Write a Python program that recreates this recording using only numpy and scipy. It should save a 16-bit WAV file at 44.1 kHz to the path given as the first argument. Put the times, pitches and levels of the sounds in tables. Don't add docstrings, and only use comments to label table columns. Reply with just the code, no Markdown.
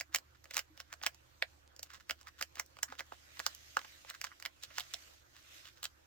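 import sys
import numpy as np
from scipy import signal
from scipy.fft import irfft
from scipy.io import wavfile
from scipy.ndimage import uniform_filter1d

SR = 44100
rng = np.random.default_rng(int(sys.argv[2]) if len(sys.argv) > 2 else 0)


def waveform_to_disk(signal):
    frames = np.transpose(np.atleast_2d(signal))
    scaled = np.clip(frames, -1, 1) * 32767
    samples = np.round(scaled).astype(np.int16)
    wavfile.write(sys.argv[1], SR, samples)


N = 267246

# [t/s, morsel energy level/dB, morsel f/Hz, teeth level above morsel/dB]
CRACKS = [(.0017, -18, 4760, -8.5), (.0098, -13.5, 1800, -4.5), (0.1412, -36.5, 1590, 10),
          (.1471, -5.5, 1820, 1.5), (0.1596, -10.5, 2500, 1), (0.1854, -28.5, 2130, 2.5),
          (.4423, -37, 1680, 3.5), (.456, -32, 1890, -10), (.51, -22, 2030, -4), (0.538, -27.5, 1620, 2),
          (0.544, -25.5, 2460, 6), (.554, -26, 1860, 1), (0.5684, -9, 1850, 2), (.579, -12.5, 1900, -2.5),
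          (0.5925, -13, 2370, 0.5), (0.7762, -33, 2190, 0.5), (.802, -22.5, 1710, -3),
          (.928, -21.5, 1950, -2.5), (0.9384, -26, 1670, -2.5), (1.0152, -28, 1640, -19),
          (1.0287, -31.5, 1530, 7.5), (1.036, -16, 1310, -4), (1.0643, -6, 2400, -2),
          (1.0694, -9, 2020, -8), (1.146, -41.5, 1600, 6), (1.4244, -3, 2470, -19), (1.764, -45, 900, 13.5),
          (1.7936, -32, 850, 7.5), (1.8304, -25, 3230, 6.5), (1.937, -32, 1550, 1),
          (2.095, -25.5, 1770, 2.5), (2.0979, -12, 2020, -10), (2.1092, -10, 2130, -4.5),
          (2.2126, -36.5, 1410, 2.5), (2.2826, -36.5, 1450, 3), (2.412, -13, 1700, -4),
          (2.4254, -12.5, 2090, -0.5), (2.556, -30.5, 2420, 1.5), (2.5705, -27.5, 1610, -10),
          (2.582, -31, 1970, -12), (2.5973, -11, 1610, 0.5), (2.6621, -53, 3530, 15.5),
          (2.769, -30.5, 1590, -10), (2.788, -28, 1750, -8.5), (2.8312, -12, 1600, 6.5),
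          (2.924, -19.5, 1170, -16), (2.9941, -18.5, 2770, -14), (2.9986, -23.5, 1800, -10),
          (3.0064, -16, 1740, -10), (3.067, -56, 3500, 10.5), (3.1215, -20.5, 1280, -37),
          (3.3942, -15, 3900, -8), (3.4004, -14, 1680, -7.5), (3.4646, -8.5, 1580, 3.5),
          (3.549, -39.5, 3850, 14.5), (3.7696, -1, 1210, -15.5), (3.7917, -20, 1570, -7.5),
          (3.8157, -29, 1360, -5), (3.8477, -25.5, 1350, -12), (4.0486, -29.5, 1000, -17),
          (4.1003, -18, 4260, -5), (4.1086, -24, 1860, -21), (4.2147, -18, 2140, 1),
          (4.2422, -15, 1580, -1.5), (4.248, -18, 1620, -4.5), (4.2709, -25.5, 1700, -12),
          (4.4, -33, 1660, 3), (4.425, -24, 2170, -2), (4.4526, -15.5, 2080, -6), (4.46, -13.5, 2200, -6.5),
          (4.635, -20, 4470, -4), (4.709, -34, 910, -24), (4.7831, -10.5, 1420, -3), (4.798, -14, 4100, -5),
          (4.8059, -16.5, 3120, -10), (4.938, -16, 4670, -4), (4.9424, -13.5, 4170, -26),
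          (5.655, -29.5, 3320, -11), (5.8307, -16.5, 3780, -4), (5.8416, -20, 3600, 3),
          (5.8535, -17.5, 3380, -16)]
# [f/Hz, width/Hz]
CRUMB_TEETH_SNAP = [(3300, 1420), (6000, 2910), (13500, 12800)]
# [f/Hz, width/Hz, relative level/dB]
SKULL_MODES = [(637, 181, 7.5), (330, 247, -4.5)]
# [f/Hz, width/Hz, level at zero brightness/dB]
JAW = (2076, 2450, -4.2)
# [t of the middle/s, length/s, jaw level/dB, teeth level above jaw/dB]
GRINDS = [(0.137, 0.027, -58.5, -2), (0.309, 0.0052, -78, 8), (0.354, 0.012, -63, -5),
          (.542, 0.065, -64.5, 6), (0.586, 0.047, -52, -1.5), (0.803, 0.031, -68, 11),
          (0.92, 0.039, -56, -9), (1.051, 0.056, -55.5, -0.5), (1.865, .02, -68.5, 4),
          (1.908, 0.024, -55.5, -4.5), (1.95, 0.041, -55.5, 0), (2.006, .017, -61.5, -2.5),
          (2.091, 0.024, -69, 3), (2.199, 0.043, -75, 7), (2.279, 0.026, -49.5, -7.5),
          (2.394, 0.024, -56.5, 1), (2.589, 0.061, -58, -2), (2.887, 0.0092, -56, -12),
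          (2.927, 0.055, -55.5, -5.5), (2.995, 0.016, -51, 5.5), (3.134, 0.029, -57.5, -1),
          (3.375, .015, -51.5, -7), (4.094, 0.038, -55.5, 0), (4.147, 0.025, -52.5, -3.5),
          (4.262, 0.05, -63, 6), (4.323, 0.023, -59, -28), (4.638, 0.028, -60.5, 11),
          (4.714, 0.024, -61, -7), (4.789, 0.08, -57, 6.5), (5.371, 0.063, -66.5, 2),
          (5.669, 0.055, -62, 2.5), (5.776, 0.021, -68, 3), (5.848, 0.034, -54.5, 7)]
# [t/s, level/dB]
SWEEP = [(0, -78), (1.2, -71.5), (1.55, -70), (1.72, -78.5), (1.95, -74.5), (3.08, -69), (3.24, -64),
         (3.45, -56.5), (3.6, -60.5), (3.9, -59), (4.55, -70), (4.7, -63.5), (4.95, -57.5), (5.15, -62.5),
         (5.25, -73.5), (5.42, -64.5), (5.57, -55.5), (5.75, -69), (6.06, -74.5)]
# [f/Hz, relative level per Hz/dB]
FUR_SPECTRUM = [(180, -38), (300, -7), (513, -21), (586, -1.5), (968, -15), (1070, -8.5), (1800, -2),
                (6530, -4.5), (9600, -17.5), (15100, -13), (16400, -38)]
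# [t/s, f/Hz, peak level/dB]
BUMPS = [(.09, 318, -66), (.385, 108.4, -66), (.7, 312, -61), (2.891, 261, -60)]
# [f/Hz, relative level per Hz/dB]
QUIET_SPECTRUM = [(12, -94), (20, -36), (76, -12.5), (130, -31.5), (153, -30), (431, -37.5), (496, -22.5),
                  (637, -30.5), (1470, -29), (2240, -38), (7000, -47), (10000, -54.5), (14500, -42.5),
                  (16300, -60)]
# [f/Hz, correlation]
CORRELATION = [(60, 0.29), (130, 0.725), (290, -0.32), (640, -0.53), (1400, -0.25), (15000, 0.0045)]
# [f/Hz, width/Hz, level/dB]
HUM_BANDS = [(123.2, 4.1, -82), (318.7, 108, -80.5)]
# [t/s, level/dB]
HUM_LEVEL = [(0, -71.5), (3.6, -71.5), (4.35, -77), (4.9, -75), (6.06, -75)]
# [f/Hz, t60/s]
PEN_T60 = [(300, 0.068), (1500, 0.083), (5000, 0.066), (14000, 0.092)]
# [f/Hz, left level above right/dB]
LEFT_ABOVE_RIGHT = [(60, -17), (300, -5), (2400, -3), (5000, -7), (8000, -2.5), (14000, 8)]
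# [f/Hz, half-applied left phase lead/rad]
LEFT_LEAD = [(60, 0.94), (300, 1.5), (1000, 1.91), (2200, 0.72), (5000, 1.75), (8000, 1.93), (14000, 0)]

MORSEL_WIDTH = 0.8
SPREAD_DB = 6
SKULL_DB, SKULL_GROWTH, SKULL_PER_BRIGHT, FAR_SKULL_DB = -18.5, 0.75, -0.25, -6.5
HOP_AWAY_S = 3.6
SNAP_DB, SNAP_FOLLOWS, SNAP_PER_OCTAVE_DB = -7, 1, 4
QUIET_DB, HUM_HZ = -69.5, 73.5
EDGE_HZ = 16900


def amp(db):
    return 10 ** (np.asarray(db) / 20)


def evened(x):
    return x / np.sqrt(np.mean(x ** 2) + 1e-20)


def read(points, hz):
    f, value = np.transpose(points)
    return np.interp(np.log(hz + 1), np.log(f + 1), value)


def curve(rows):
    return np.interp(np.arange(N) / SR, *np.transpose(rows))


def ring(x, hz, width):
    edges = np.clip([hz - width / 2, hz + width / 2], .5, SR / 2 - 100)
    return signal.sosfilt(signal.butter(3, edges, "band", fs=SR, output="sos"), x)


def pair(shared, apart, alike):
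    alike = np.clip(alike, 0, 1)
    left = alike * shared + np.sqrt(1 - alike ** 2) * apart
    return np.array([left, shared])


def hiss(colour, patchy_db):
    frames, hz = N // 256 + 5, np.fft.rfftfreq(1024, 1 / SR)
    a, b, c, d, patches = rng.standard_normal((frames, 513, 5)).T
    patches = uniform_filter1d(patches, size=14, axis=0)
    patches = evened(uniform_filter1d(patches, size=10, axis=1))
    same = np.clip(read(CORRELATION, hz), -1, 1)[:, None]
    left = a + 1j * b
    right = same * left + np.sqrt(1 - same ** 2) * (c + 1j * d)
    patch_depth = patchy_db * np.clip(hz / 400, 0, 1)[:, None]
    spectrum = np.array([left, right]) * amp(read(colour, hz)[:, None] + patch_depth * patches)
    return evened(signal.istft(spectrum, nperseg=1024, noverlap=768)[1][:, :N])


def cracks():
    lead, length = 300, 1200
    out = np.zeros((2, N + length))
    t = np.arange(-lead, length - lead) / SR
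    chance = rng.standard_normal((len(CRACKS), 3, len(t)))
    onset = 0.09 * np.clip(1 + t * SR / lead, 0, 1) ** 2
    crumble = 0.44 * np.exp(-t / 0.00056) + 0.12 * np.exp(-t / 0.0037)
    envelope = np.where(t < 0, onset, crumble)
    teeth_mode, snap_mode = CRUMB_TEETH_SNAP[1], CRUMB_TEETH_SNAP[2]
    for (s, morsel_db, morsel_hz, bright_db), (shared, apart, size) in zip(CRACKS, chance):
        splinters = envelope * amp(SPREAD_DB * size) * pair(shared, apart, alike=1.0)
        drive = splinters + (t == 0) * np.sign(size[0]) * 3
        skull = sum(amp(db) * ring(drive, hz, width) for hz, width, db in SKULL_MODES)
        jaw = amp(JAW[2] + 0.23 * bright_db) * ring(drive, *JAW[:2])
        morsel = ring(drive, morsel_hz, MORSEL_WIDTH * morsel_hz) + jaw
        teeth = ring(drive, *teeth_mode)
        snap = ring(splinters + 0.14 * drive, *snap_mode)
        skull_db = SKULL_DB + SKULL_GROWTH * morsel_db + SKULL_PER_BRIGHT * bright_db
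        skull_db += FAR_SKULL_DB * (s > HOP_AWAY_S)
        octaves = np.log2(morsel_hz / JAW[0])
        snap_db = morsel_db + SNAP_DB + SNAP_FOLLOWS * bright_db + SNAP_PER_OCTAVE_DB * octaves
        at = round(s * SR)
        levels = [morsel_db, skull_db, morsel_db + bright_db, snap_db]
        for part, db in zip([morsel, skull, teeth, snap], levels):
            unit_energy = part / np.linalg.norm(part, axis=1)[:, None]
            out[:, at:at + length] += amp(db) * unit_energy
    return out[:, lead:N + lead]


def grinding():
    t, jaw, teeth = np.arange(N) / SR, np.zeros(N), np.zeros(N)
    for s, length, db, teeth_db in GRINDS:
        stroke = amp(db) * np.exp(-(2 * (t - s) / length) ** 2)
        jaw += stroke
        teeth += stroke * amp(teeth_db)
    sizes = amp(4.5 * np.minimum(rng.exponential(1, N), 4))
    ticks = sizes * (rng.random(N) < 2500 / SR)
    drive = pair(*(ticks * rng.standard_normal((2, N))), alike=0.74)
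    low = evened(ring(drive, 1546, 1030))
    high = sum(amp(db) * evened(ring(drive, *mode)) for mode, db in zip(CRUMB_TEETH_SNAP, (-2.5, -3, -11)))
    return jaw * low + teeth * high


def fur():
    flicker_db = evened(uniform_filter1d(rng.standard_normal(N), size=220))
    sizes = amp(4 * np.minimum(rng.exponential(1, N), 3))
    stray = sizes * (rng.random(N) < 40 / SR)
    ticks = evened(ring(pair(*(stray * rng.standard_normal((2, N))), alike=0.62), 5300, 6000))
    rub = amp(curve(SWEEP) + flicker_db) * hiss(FUR_SPECTRUM, patchy_db=2.2)
    return amp([[-1.5], [1.5]]) * (rub + amp(-84.5) * ticks)


def bumps():
    t, out = np.arange(N) / SR, np.zeros(N)
    for s, hz, db in BUMPS:
        age = np.maximum(t - s, 0) / 0.011
        out += amp(db) * age * np.exp(1 - age) * np.sin(2 * np.pi * hz * t)
    return out


def pen(x):
    taps = np.zeros((2, SR // 4))
    at = np.arange(120, SR // 4 - 20, 20)
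    shape = (2, len(at))
    places = at + rng.integers(0, 20, shape)
    np.put_along_axis(taps, places, rng.choice([-1., 1.], shape), 1)
    hz, t, z = signal.stft(taps, SR, nperseg=128)
    decay = amp(-60 * t / read(PEN_T60, hz)[:, None])
    tail = signal.istft(z * decay, SR, nperseg=128)[1]
    return signal.fftconvolve(x, tail / np.linalg.norm(tail[0]), axes=1)[:, :N]


def ports(x):
    hz = np.fft.rfftfreq(512, 1 / SR)
    half = amp(read(LEFT_ABOVE_RIGHT, hz) / 2) * np.exp(.5j * read(LEFT_LEAD, hz))
    dip = amp(-6 * np.exp(-((hz - 10200) / 1300) ** 2))
    kernel = np.roll(irfft([half, 1 / half] * dip), 256, axis=1)
    return signal.oaconvolve(x, kernel, "same", axes=1)


def room_tone():
    waver, swell = (evened(ring(v, 4.27, 6.87)) for v in rng.standard_normal((2, N)))
    phase = 2 * np.pi * np.cumsum(HUM_HZ + waver) / SR
    tone = np.sqrt(2) * amp(curve(HUM_LEVEL) + swell) * np.sin(phase)
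    drive = pair(*rng.standard_normal((2, N)), alike=0.4)
    upper = sum(amp(db) * evened(ring(drive, hz, width)) for hz, width, db in HUM_BANDS)
    air = amp(QUIET_DB) * hiss(QUIET_SPECTRUM, patchy_db=3.5)
    return amp([[-1.6], [1.6]]) * (air + tone + upper)


def scene():
    mouth = cracks() + grinding()
    return ports(mouth + amp(-10) * pen(mouth)) + fur() + bumps() + room_tone()


def record(dry):
    lowpass = signal.firwin(511, EDGE_HZ, window=("kaiser", 9), fs=SR)
    return signal.oaconvolve(dry, lowpass[None], "same")


dry = scene()
out = record(dry)
waveform_to_disk(out)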